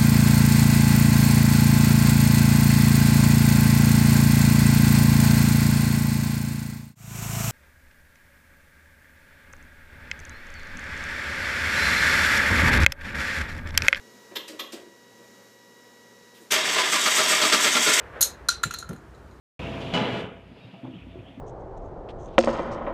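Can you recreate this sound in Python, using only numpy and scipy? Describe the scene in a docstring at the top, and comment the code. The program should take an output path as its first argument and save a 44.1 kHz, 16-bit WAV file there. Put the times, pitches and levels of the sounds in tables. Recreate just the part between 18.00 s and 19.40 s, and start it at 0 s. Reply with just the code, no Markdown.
"""A dropped shotgun shell

An empty shell falls on concrete under a timber roof, bounces ever faster on its brass head and
plastic rim, and rolls. Each contact cracks, clacks and rings the air in the shell, a tube closed at
one end. Dull thumps, a low outdoor rumble, a hum and a fading wash of noise lie underneath."""
import sys
import numpy as np
from scipy import signal
from scipy.fft import rfft, irfft, next_fast_len
from scipy.io import wavfile
from scipy.ndimage import map_coordinates

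SR = 44100
rng = np.random.default_rng(int(sys.argv[2]) if len(sys.argv) > 2 else 0)


def dump_mix(stems):
    """Bounce the given channels to the path in sys.argv[1] as a 16-bit WAV at rate SR."""
    frames = np.atleast_2d(stems).T  # one column per channel
    limited = np.clip(frames, -1, 1)  # hard clip at full scale
    pcm = np.round(limited * 32767).astype(np.int16)
    wavfile.write(sys.argv[1], SR, pcm)


N = 61739

# A "colour" says how strong each frequency is. A "fade time" is how long a sound takes to drop 60 dB.
# low outdoor rumble: (frequency [Hz], level [dB])
RUMBLE_COLOUR = [(25, -27), (42, -9), (60, 1), (85, -4), (130, -8), (240, -13.5), (380, -12), (560, -17.5),
                 (1400, -20), (2400, -33.5), (3700, -38.5), (7000, -42.5), (15000, -52.5)]
# mid-range wash of noise: (frequency [Hz], level [dB])
WASH_COLOUR = [(100, -29), (250, -14.5), (480, 2.5), (800, -6.5), (1700, -5), (2600, -16.5), (4000, -29),
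               (8000, -53.5)]
# how the wash swells and dies away: (time [s], level [dB])
WASH_LEVELS = [(0, -42.5), (.12, -48), (.16, -39.5), (.25, -43), (.35, -51.5), (.45, -52.5), (.9, -58.5),
               (1.4, -68)]
# dull thumps: (time [s], level [dB], rise time [s], fade time [s], treble cutoff [Hz])
THUMP_EVENTS = [(0.206, -33, 0.0024, 0.041, 890), (0.646, -32.5, .014, 0.18, 207),
                (0.892, -29.5, 0.0158, 0.18, 285)]
# the deep tone of a thump: (frequency [Hz], level [dB])
DULL_COLOUR = [(40, -23), (90, -4), (180, 0), (300, -5.5), (450, -3.5), (900, -7), (2500, -19.5)]
# how long the echo from roof and benches lasts: (frequency [Hz], fade time [s])
ECHO_FADES = [(400, .3), (1400, .26), (4100, .215), (6500, .16), (10000, .148), (15000, .135)]
# the tone of that echo: (frequency [Hz], level [dB])
ECHO_COLOUR = [(300, -3), (1400, -6), (2500, 7), (4100, 3.5), (6500, 4.5), (10000, 3), (15000, -3)]
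# hard crack on concrete: (frequency [Hz], level [dB])
CRACK_COLOUR = [(150, -32.5), (500, -25.5), (1000, -20), (2300, -24.5), (3200, -16), (4100, -8), (4900, -6),
                (6000, 1), (7700, -1), (9500, 2.5), (13200, 5), (15000, 0.5)]
# clack of the plastic wall: (frequency [Hz], level [dB])
CLACK_COLOUR = [(200, -30.5), (650, -20.5), (1000, -8.5), (1750, 4), (2100, -5.5), (2400, -5.5), (3700, -5),
                (5000, -19), (12000, -26)]
# the three notes of the air in the shell, lowest first: (fade time [s], phase wobble [rad])
AIR_NOTES = [(.028, 0.26), (0.035, .6), (.022, 0.98)]
# each time the shell touches the floor: (time [s], first note [dB], second note [dB], third note [dB],
# third note's pitch [Hz], crack [dB], crack's treble cutoff [Hz], clack [dB], echo gain [dB])
FLOOR_CONTACTS = [(0.208, -30, -23, -20, 6750, -9.5, 16000, -30, -6),
                  (0.2128, -41.5, -47, -16, 6700, -3.5, 15000, -37, -3),
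                  (0.2203, -37, -14, -32, 6160, -25, 9100, -29.5, -12.5),
                  (.2270, -28, -13.5, -4, 6640, -9, 8000, -37, -12),
                  (0.4861, -25, -11, -17, 7050, -10, 8330, -31, -10),
                  (0.4886, -7, -12.5, -15, 6160, -15.5, 5070, -28, -9.5),
                  (0.632, -33, -30, -21.5, 7220, -26, 12400, -29.5, -5),
                  (.6355, -8, -17.5, -14.5, 6880, -23, 9700, -18, -17.5),
                  (0.7084, -20.5, -31, -32.5, 6820, -30, 8300, -31.5, -8),
                  (0.738, -27.5, -32, -25, 6700, -27.5, 13600, -30, -22),
                  (.7440, -26, -23.5, -39, 6770, -31.5, 6960, -48, -4.5),
                  (0.7861, -43, -28, -24.5, 6850, -28.5, 8500, -44, -7.5),
                  (0.826, -25.5, -37, -55, 7000, -45, 5960, -44, -17),
                  (0.844, -32.5, -53, -63, 6700, -65, 6000, -60, -3),
                  (0.8904, -30, -65, -37, 6370, -37, 11270, -42, -11),
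                  (0.908, -32.5, -57, -59.5, 6900, -57.5, 8000, -45, -16),
                  (.9300, -41, -45.5, -51.5, 6840, -44, 15000, -46, -10),
                  (.9620, -37, -59.5, -48, 6690, -54.5, 10000, -62, -8),
                  (1.147, -61, -51, -55, 6800, -60.5, 7000, -69, -10),
                  (1.3109, -64, -55.5, -56, 6930, -63.5, 7030, -68.5, -5.5)]


def gain(db):
    """Turns decibels into a number to multiply by."""
    return 10 ** (np.asarray(db) / 20)


def normalised(x):
    """Scales a signal to an average strength (rms) of 1."""
    return x / np.sqrt(np.mean(x ** 2) + 1e-20)


def look_up(table, hz):
    """Reads between the rows of a (frequency, value) table, on a logarithmic frequency scale."""
    frequencies, values = np.transpose(table)
    return np.interp(np.log(hz + 1), np.log(frequencies + 1), values)


def filtered(x, response):
    """Multiplies each frequency in x by response(frequency)."""
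    size = next_fast_len(len(x) + 8192)
    hz = np.fft.rfftfreq(size, 1 / SR)
    return irfft(rfft(x, size) * response(hz), size)[:len(x)]


def noise(colour, cutoff_hz=SR, steepness=2):
    """Noise of strength 1 with the given colour, growing weaker above the cutoff."""
    def response(hz):
        return gain(look_up(colour, hz)) / np.sqrt(1 + (hz / cutoff_hz) ** (2 * steepness))
    return normalised(filtered(rng.standard_normal(N), response))


def wobble(rate):
    """A smooth curve that passes through `rate` random values a second."""
    return map_coordinates(rng.standard_normal(N // 10), [np.arange(N) * rate / SR], mode="wrap")


def since(start):
    """Seconds since the start time, zero before it."""
    return np.maximum(np.arange(N) / SR - start, 0)


def fade(t, fade_s):
    """Falls from 1 to a thousandth (60 dB down) in fade_s seconds."""
    return np.exp(-np.log(1000) * t / fade_s)


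def struck(t, rise_s, fade_s):
    """The loudness of something hit: a quick rise, then a fade."""
    return (1 - np.exp(-t / rise_s)) * fade(t, fade_s)


def outdoors(rumble_db=-47.5, hum_hz=59, hum_db=-59):
    """A steady rumble, a low wavering hum and a wash of noise that dies away."""
    t = since(0)
    rumble = gain(rumble_db) * noise(RUMBLE_COLOUR)
    hum = np.sin(2 * np.pi * hum_hz * t + 0.8 * wobble(7))
    hum *= gain(2.5 * wobble(4.4))  # the loudness wavers too
    wash_db = np.interp(t, *np.transpose(WASH_LEVELS))
    wash = gain(wash_db) * noise(WASH_COLOUR)
    return rumble + gain(hum_db) * normalised(hum) + wash


def thumps():
    """Three soft, low knocks that swell briefly and die."""
    out = np.zeros(N)
    for start, db, rise_s, fade_s, cutoff_hz in THUMP_EVENTS:
        swell = np.minimum(since(start) / rise_s, 1)
        loudness = gain(db) * swell * fade(since(start + rise_s), fade_s)
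        out += loudness * noise(DULL_COLOUR, cutoff_hz)
    return out


def roof_echo(sound, delay_s=0.0059, rise_s=0.0023):
    """Roof and benches throw the sound back as a blurred tail whose treble dies first."""
    hz, t, bands = signal.stft(rng.standard_normal(SR // 2), SR, nperseg=256)
    age = np.maximum(t - delay_s, 0)
    bands *= struck(age, rise_s, look_up(ECHO_FADES, hz)[:, None])  # each band fades at its own speed
    _, tail = signal.istft(bands, SR)
    tail = filtered(tail / np.linalg.norm(tail), lambda f: gain(look_up(ECHO_COLOUR, f)))
    return signal.fftconvolve(sound, tail)[:N]


def concrete_crack(t, cutoff_hz):
    """Hitting hard concrete makes a short, bright burst of noise."""
    return struck(t, rise_s=0.0022, fade_s=0.025) * noise(CRACK_COLOUR, cutoff_hz, steepness=4.1)


def plastic_clack(t):
    """The plastic wall answers with a duller, slightly longer burst."""
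    return struck(t, rise_s=0.0022, fade_s=0.035) * noise(CLACK_COLOUR)


def air_ring(t, levels_db, third_hz, first_hz=1388, second_hz=4089):
    """Air in a tube closed at one end rings at about 1, 3 and 5 times its lowest pitch."""
    ring = np.zeros(N)
    for hz, db, (fade_s, roughness) in zip((first_hz, second_hz, third_hz), levels_db, AIR_NOTES):
        pitch_hz = hz * (1 + 0.0061 * rng.standard_normal())  # slightly off on every hit
        phase = 2 * np.pi * pitch_hz * t + roughness * wobble(890)  # a fast wobble roughens the note
        ring += gain(db) * struck(t, rise_s=0.001, fade_s=fade_s) * np.sin(phase)
    return ring


def bouncing_shell():
    """Each contact cracks, clacks, rings and echoes; how the shell lands sets the share of each."""
    out = np.zeros(N)
    for start, *notes_db, third_hz, crack_db, cutoff_hz, clack_db, echo_db in FLOOR_CONTACTS:
        t = since(start)
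        hit = gain(crack_db) * concrete_crack(t, cutoff_hz)
        hit += gain(clack_db) * plastic_clack(t)
        hit += air_ring(t, notes_db, third_hz)
        out += hit + gain(echo_db) * roof_echo(hit)
    return out


def scene():
    """The shell, the thumps and the outdoor background, added into one channel."""
    return (bouncing_shell() + thumps() + outdoors())[None]


def record(dry):
    """Cuts off the very highest treble sharply."""
    cutoff_hz = 15250
    return np.array([filtered(x, lambda hz: 1 / np.sqrt(1 + (hz / cutoff_hz) ** 300)) for x in dry])


dry = scene()
out = record(dry)
dump_mix(out)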